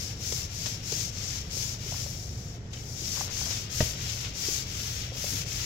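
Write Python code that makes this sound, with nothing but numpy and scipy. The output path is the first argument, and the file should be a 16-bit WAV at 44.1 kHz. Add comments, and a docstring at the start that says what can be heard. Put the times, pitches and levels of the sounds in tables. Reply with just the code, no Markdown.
"""A hissing scrub comes from the left: a sole rubs to and fro on rough slate, three strokes a second,
with one pause. Its friction noise is the sum of countless tiny slips and grows with sliding speed.
Grit catches and crunches, feet tap and shift, and one shoe is set down with a knock; the impacts
ring as damped vibrations. Ventilation rumble and mains hum fill the small, hard room."""
import sys
import numpy as np
from scipy import signal
from scipy.fft import rfft, irfft, next_fast_len
from scipy.io import wavfile
from scipy.ndimage import map_coordinates

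SR = 44100
rng = np.random.default_rng(int(sys.argv[2]) if len(sys.argv) > 2 else 0)


def dump(signal):
    """Clip the signal to [-1, 1] and save it as 16-bit WAV at the path in sys.argv[1]."""
    limited = np.clip(np.atleast_2d(signal).T, -1, 1)
    pcm = np.round(limited * 32767).astype(np.int16)
    wavfile.write(sys.argv[1], SR, pcm)


N = 249165

# Strokes of the sole. Each row: start in seconds, length in seconds, share spent speeding up,
# relative peak levels of hiss, rasp and fizz in dB.
STROKE_PLAN = [(-0.163, 0.31, .53, -36, -46, -46), (.187, 0.29, 0.5, -32.5, -45, -41.5),
               (0.491, 0.3, 0.54, -35.5, -47, -46), (.823, 0.29, 0.56, -31.5, -44.5, -42),
               (1.107, .332, 0.64, -35, -44.6, -48), (1.497, 0.28, .33, -33, -46, -42.5),
               (1.783, 0.31, .66, -37.1, -47.5, -46.5), (2.94, 0.35, 0.76, -32.5, -45.5, -42.5),
               (3.288, 0.38, 0.38, -32.3, -45, -42.5), (3.693, 0.27, 0.43, -32, -44, -38.6),
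               (3.937, 0.38, .52, -36, -44.5, -45.5), (4.332, 0.32, 0.57, -30, -43, -38.5),
               (4.631, 0.47, .5, -36.2, -43, -43.5), (5.124, .327, 0.66, -32.5, -42, -37.5),
               (5.445, 0.33, .37, -34.5, -42, -42.5)]
# The slow slide between strokes drags out, rests and sets off again.
# Each row: time in seconds, relative levels of hiss and rasp in dB.
SLOW_SLIDE = [(1.8, -47.7, -51), (2.1, -40, -52), (2.313, -45.5, -57.5), (2.551, -49.5, -57),
              (2.599, -59.4, -61), (2.7, -58.5, -61.5), (2.734, -47.3, -51.5), (2.93, -42.5, -58),
              (3.29, -47.9, -47)]
# Friction spectra. Each row: frequency in Hz, relative spectral density in dB.
HISS_SPECTRUM = [(2500, -33), (3300, -13.5), (4300, -7.5), (4900, -2), (5450, -0.5), (6300, 0),
                 (6900, -3.5), (7500, -5.5), (8000, -15.5), (8700, -24), (10500, -48)]  # fine grain
RASP_SPECTRUM = [(300, -9), (600, -11), (950, -8.5), (1400, -4.5), (1750, -4), (2200, -1), (3200, 3),
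                 (4200, -2), (5500, -1.5), (7500, -20), (9000, -39)]  # coarse grain
FIZZ_SPECTRUM = [(4500, -27), (6000, -0.5), (8000, -3), (8800, -3.5), (9900, -3), (11000, -0.5),
                 (11700, 2.5), (13200, -2), (15700, -2.5)]  # the treble of fast strokes
SOLE_SPECTRUM = [(1800, -37), (2300, -11), (2750, -37), (4500, -34), (5200, -8), (5580, -1), (6000, -14),
                 (7000, -29)]  # the sole's two resonances
CRUNCH_SPECTRUM = [(200, -21), (450, 3), (800, 2), (1500, 1), (2500, -6), (5000, -32)]  # crushed grit
# Grit catching. Each row: start in seconds, tick level in dB, scrape level in dB, T60 in seconds.
GRIT_CATCHES = [(0.322, -26, -34, 0.044), (0.659, -30, -34, 0.13), (0.921, -26, -35, 0.042),
                (1.286, -40, -40, .02), (2.732, -40.5, -39, 0.1), (3.1194, -29, -47, .02),
                (3.2784, -45, -35, 0.016), (3.368, -47, -34, .03), (3.5048, -33, -37, 0.26),
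                (3.569, -36.5, -33.5, 0.024), (3.806, -28.5, -29, 0.12), (4.0902, -39, -36.5, 0.21),
                (4.245, -45, -36.5, 0.25)]
# Taps of feet and pebbles. Each row: start in seconds, relative level in dB, pitch in Hz,
# left minus right in dB, T60 in seconds.
STONE_TAPS = [(0.323, -22.5, 470, 7, 0.024), (0.659, -30, 620, 9, 0.053), (0.9225, -25, 423, 3, 0.041),
              (1.57, -35, 402, 0, 0.039), (1.862, -37, 420, 1, 0.079), (1.921, -30, 710, 3, 0.05),
              (1.942, -35, 795, 1.5, 0.038), (2.061, -33.5, 570, 5, 0.041), (2.771, -34, 3000, 4, 0.02),
              (3.016, -37, 398, 3, .06), (3.2099, -22, 800, 1, 0.022), (3.278, -39.5, 450, -1, .05),
              (3.412, -32, 786, -3.5, 0.041), (3.464, -38, 674, 3, 0.069), (3.508, -37, 543, -1, .08),
              (4.484, -27.5, 390, 2, 0.06), (5.119, -37.5, 533, 1.5, 0.074), (5.158, -38, 487, 0, 0.072),
              (5.241, -31.5, 594, 5, 0.043), (5.334, -33, 261, -1, 0.12)]
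# A foot turning on grit. Each row: start in seconds, length in seconds, peak level in dB.
FOOT_TURNS = [(3.135, 0.12, -44), (3.265, 0.072, -47), (3.33, 0.3, -52.5)]
# A shoe lands with a sharp knock, then a low thump.
# Each row: start in seconds, relative levels of knock and thud in dB, thud pitch in Hz.
SHOE_IMPACTS = [(3.805, -16.5, -11.5, 133), (3.827, -41, -14.5, 98)]
# Modes of the struck tile. Each row: frequency in Hz, relative level in dB, T60 in seconds.
TILE_MODES = [(200, -9, 0.08), (368, -15, 0.069), (465, -7.5, 0.071), (613, -1.5, 0.059),
              (702, -9.5, 0.055), (927, -16, 0.066), (1253, -19, 0.068), (1630, -15, 0.039),
              (1920, -11.5, 0.036)]
# Ventilation spectra. Each row: frequency in Hz, relative spectral density in dB.
DUCT_SPECTRUM = [(15, -14), (25, -16), (40, -8), (62, -1), (75, -2), (97, 1.5), (112, -1), (130, -3),
                 (148, -5), (180, -8.5), (220, -16), (300, -20), (450, -19.5), (900, -32), (2000, -100)]
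AIR_SPECTRUM = [(400, -1.5), (530, 2.5), (615, -2.5), (690, 7), (800, -1.5), (1500, -1), (2000, 0.5),
                (2300, -3.5), (3000, -29), (5000, -17), (7000, -14), (9000, -51), (15000, -44)]
# Mains and fan tones. Each row: frequency in Hz, level in dB.
HUM_TONES = [(120, -45.5), (240, -60), (288, -64.5)]
# Coherence of the room noise. Each row: frequency in Hz, left-right correlation from 0 to 1.
COHERENCE = [(60, 0.99), (130, 0.98), (290, 0.85), (640, 0.61), (1200, 0), (3000, 0)]
# Reverberation time. Each row: frequency in Hz, T60 in seconds.
ROOM_T60 = [(150, 0.13), (1000, 0.8), (5000, 0.17), (14000, 0.061)]
# The microphone's body shades its right port. Each row: frequency in Hz, left minus right in dB.
PORT_SHADOW = [(500, 3.5), (1300, 5.5), (2200, 5.5), (3300, 5.5), (4300, 3.5), (5500, 13.5), (6400, 14.5),
               (7500, 17), (8200, 17), (9500, 14), (11400, 7), (12500, 8.5), (15000, 4)]
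# The microphone turns, so its right port gets more fizz.
# Each row: time in seconds, extra left minus right in dB.
FIZZ_BALANCE = [(3.6, 1.2), (4.1, -2), (5.3, -1.5)]


def scrub(resonance_growth=0.51):
    """Sliding friction: fine grain hisses, coarse grain rasps; fast strokes fizz, slow ones resonate."""
    hiss_db, rasp_db, fizz_db = friction_levels()
    effort_db = hiss_db + 35.5  # relative to an ordinary stroke
    resonance_db = np.minimum(resonance_growth * effort_db - 45.5, hiss_db - 6)
    judder_db = 0.32 * wobble(35) + 0.41 * wobble(150)  # the rubber grips unevenly
    hiss = amp(hiss_db - 0.34) * from_left(slips(30000, spread_db=1.0, common=0.29), HISS_SPECTRUM)
    fizz_gain = amp(fizz_db) * pan(curves(FIZZ_BALANCE)[0])
    fizz = fizz_gain * from_left(slips(30000, spread_db=1.5, common=0.3), FIZZ_SPECTRUM)
    resonance = amp(resonance_db) * from_left(rng.standard_normal((2, N)), SOLE_SPECTRUM)
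    rasp_gain = amp(rasp_db + 2.0 + 0.87 * wobble(18))
    rasp = rasp_gain * from_left(slips(5000, spread_db=0.5, common=0.7), RASP_SPECTRUM)
    return early_reflections(amp(judder_db - 0.78) * (hiss + fizz + resonance + rasp))


def friction_levels(exponents=(0.69, 0.57, 0.87)):
    """Power law: hiss, rasp and fizz grow with speed and add in power to the slow slide. Returns dB."""
    hiss_db, rasp_db = curves(SLOW_SLIDE)
    fizz_db = 1.606 * hiss_db + 16.0  # fizz dies faster than hiss as the sole slows
    power = amp([hiss_db, rasp_db, fizz_db]) ** 2
    for start, length, rise, *peaks_db in STROKE_PLAN:
        speed = stroke_speed(start, length, rise)
        power += [(amp(db) * speed ** exponent) ** 2 for db, exponent in zip(peaks_db, exponents)]
    return 10 * np.log10(power)


def stroke_speed(start, length, rise):
    """A skewed half sine: speed climbs from rest to 1 over the share `rise`, then returns to rest."""
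    progress = np.interp(np.arange(N) / SR, [start, start + length * rise, start + length], [0, 0.5, 1])
    return np.sin(np.pi * progress).clip(0)


def slips(per_second, spread_db, common):
    """Shot noise: random slips of unequal size over the stone's grain, partly common to both channels."""
    happens = rng.random(N) < per_second / SR
    size = amp(spread_db * np.clip(rng.standard_normal(N), -2, 2))
    return unit_rms(happens * size * (rng.standard_normal((2, N)) + common * rng.standard_normal(N)))


def grit_catches():
    """Stick and slip: a grain bites, then skids in a decaying burst of noise."""
    out, t = np.zeros((2, N)), np.arange(SR // 5) / SR
    for start, tick_db, scrape_db, t60 in GRIT_CATCHES:
        tick = amp(tick_db) * from_left(rng.standard_normal((2, len(t))), HISS_SPECTRUM)
        scrape = amp(scrape_db) * from_left(rng.standard_normal((2, len(t))), RASP_SPECTRUM)
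        add(out, start, decay(t, t60) * (tick + scrape))
    return out


def taps(q=1.37, attack_s=0.00053):
    """Damped oscillation: each tap on stone rings one note inside a broad noise band of the same pitch."""
    out, t = np.zeros((2, N)), np.arange(SR // 5) / SR
    for start, db, pitch, pan_db, t60 in STONE_TAPS:
        band = lambda hz: 1 / (1 + (q * (hz / pitch - pitch / (hz + 1))) ** 2)
        noise = rng.standard_normal(len(t)) + 0.94 * rng.standard_normal((2, len(t)))
        puff = amp(-6.0) * unit_rms(filtered(noise, band))
        note = amp(-4.5) * np.sin(2 * np.pi * pitch * t)
        envelope = decay(t, t60) * (1 - np.exp(-t / attack_s))
        add(out, start, amp(db) * pan(pan_db) * (note + puff) * envelope)
    return out


def foot_turns():
    """Brittle fracture: coarse grains crush one by one under a turning foot."""
    envelope = sum(amp(db) * stroke_speed(start, length, rise=0.47) for start, length, db in FOOT_TURNS)
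    return envelope * from_left(slips(1200, spread_db=5, common=0.62), CRUNCH_SPECTRUM)


def footstep(crack_hz=3000, attack_s=0.00093):
    """Impact excitation: the shoe cracks on the tile and rings its modes; the weight behind it thuds."""
    out, t = np.zeros((2, N)), np.arange(SR // 3) / SR
    lowpass = lambda hz: 1 / (1 + (hz / crack_hz) ** 4)
    for start, knock_db, thud_db, thud_hz in SHOE_IMPACTS:
        ring = np.zeros((2, len(t)))
        for k, (hz, db, t60) in enumerate(TILE_MODES):
            gain = (-1) ** k * amp(db + rng.normal(size=(2, 1)))
            ring += gain * decay(t, t60) * np.sin(2 * np.pi * hz * t)
        crack = unit_rms(filtered(rng.standard_normal((2, len(t))), lowpass))
        knock = ring + amp(-6.5) * crack * decay(t, t60=0.022)
        thud = np.sin(2 * np.pi * thud_hz * t) * decay(t, t60=0.046) * (1 - np.exp(-t / attack_s))
        add(out, start, amp(knock_db) * pan(4.3) * knock + amp(thud_db) * thud)
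    return out


def from_left(x, spectrum, echo_gain=0.016, echo_s=0.001044, right_lag_s=0.00047):
    """Acoustic shadow: x, given a spectrum and a faint echo, is weaker and later on the right. RMS 1."""
    def response(hz):
        comb = 1 - echo_gain * np.exp(-2j * np.pi * hz * echo_s)
        delay = np.exp(-2j * np.pi * hz * np.array([[0], [right_lag_s]]))
        return amp(log_interp(spectrum, hz)) * comb * pan(log_interp(PORT_SHADOW, hz)) * delay
    return unit_rms(filtered(x, response))


def early_reflections(x, gain=0.42, count=6):
    """Interference: floor and wall echoes thicken the grains; their pattern drifts as the sole moves."""
    t = np.arange(SR // 16) / SR
    patterns = rng.standard_normal((count, 2, len(t))) * decay(t, t60=0.05) * (t > 0.002)
    echoes = signal.oaconvolve(x[None], patterns / np.linalg.norm(patterns[0, 0]), axes=2)[..., :N]
    blend = np.array([wobble(16) for _ in range(count)])
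    blend /= np.linalg.norm(blend, axis=0)
    return x + gain * np.sum(echoes * blend[:, None], axis=0)


def reverberation(x):
    """Repeated reflection off hard walls: the midrange lingers, while treble and bass die sooner."""
    hz, t, spectra = signal.stft(rng.standard_normal((2, SR // 2)), SR, nperseg=256)
    absorption = amp(-60 * t / log_interp(ROOM_T60, hz)[:, None])
    _, tail = signal.istft(spectra * absorption, SR, nperseg=256)
    return signal.fftconvolve(x, tail / np.linalg.norm(tail[0]), axes=1)[:, :N]


def ventilation(rumble_db=-39, air_db=-56.5):
    """Flow noise and tones: duct rumble and faint moving air, with a slightly unsteady hum."""
    t = np.arange(N) / SR
    hum = np.zeros(N)
    for hz, db in HUM_TONES:
        gain = amp(db + 0.67 * wobble(3.28))
        hum += gain * np.sin(2 * np.pi * hz * t + 0.16 * wobble(1.79))
    return amp(rumble_db) * diffuse_noise(DUCT_SPECTRUM) + hum + amp(air_db) * diffuse_noise(AIR_SPECTRUM)


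def diffuse_noise(spectrum):
    """A diffuse field: noise of RMS 1, coherent between the channels only at long wavelengths."""
    def response(hz):
        angle = np.arccos(log_interp(COHERENCE, hz)) / 2
        return amp(log_interp(spectrum, hz)) * [np.cos(angle), np.sin(angle)]
    mid, side = filtered(rng.standard_normal((2, N)), response)
    return unit_rms(np.array([mid + side, mid - side]))


def amp(db):
    """Amplitude ratio of a level in dB."""
    return 10 ** (np.asarray(db) / 20)


def unit_rms(x):
    """Normalisation to RMS 1."""
    return x / np.sqrt(np.mean(x ** 2) + 1e-20)


def log_interp(points, hz):
    """Interpolation of (Hz, value) points on a logarithmic frequency axis."""
    frequencies, values = np.transpose(points)
    return np.interp(np.log(hz + 1), np.log(frequencies + 1), values)


def curves(rows):
    """Linear interpolation in time of each later column; the end values hold."""
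    times, *columns = np.transpose(rows)
    return [np.interp(np.arange(N) / SR, times, column) for column in columns]


def wobble(rate):
    """Random modulation: a smooth curve through `rate` knots a second."""
    return map_coordinates(rng.standard_normal(int(N * rate / SR) + 4), [np.arange(N) * rate / SR])


def filtered(x, response):
    """Linear filtering: the spectrum of x times a frequency response."""
    n = x.shape[-1]
    padded = next_fast_len(n + 8192)
    return irfft(rfft(x, padded) * response(np.fft.rfftfreq(padded, 1 / SR)), padded)[..., :n]


def decay(t, t60):
    """Exponential decay by 60 dB in t60 seconds."""
    return np.exp(-np.log(1000) * t / t60)


def pan(db):
    """Constant-power gains for a left-minus-right level difference."""
    ratio = amp(np.atleast_1d(db))
    return np.array([ratio, np.ones_like(ratio)]) * np.sqrt(2 / (1 + ratio ** 2))


def add(track, start_s, sound):
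    """Superposition of a sound on the track."""
    start = round(start_s * SR)
    track[:, start:start + sound.shape[-1]] += sound[..., :N - start]


def scene():
    """Superposition of scrubbing, footwork with its reverberation, and ventilation."""
    footwork = grit_catches() + taps() + foot_turns() + footstep()
    return scrub() + footwork + amp(-18.5) * reverberation(footwork) + ventilation()


def record(dry):
    """Band limiting: nothing above 15.8 kHz passes."""
    return filtered(dry, lambda hz: hz < 15800)


dry = scene()
out = record(dry)
dump(out)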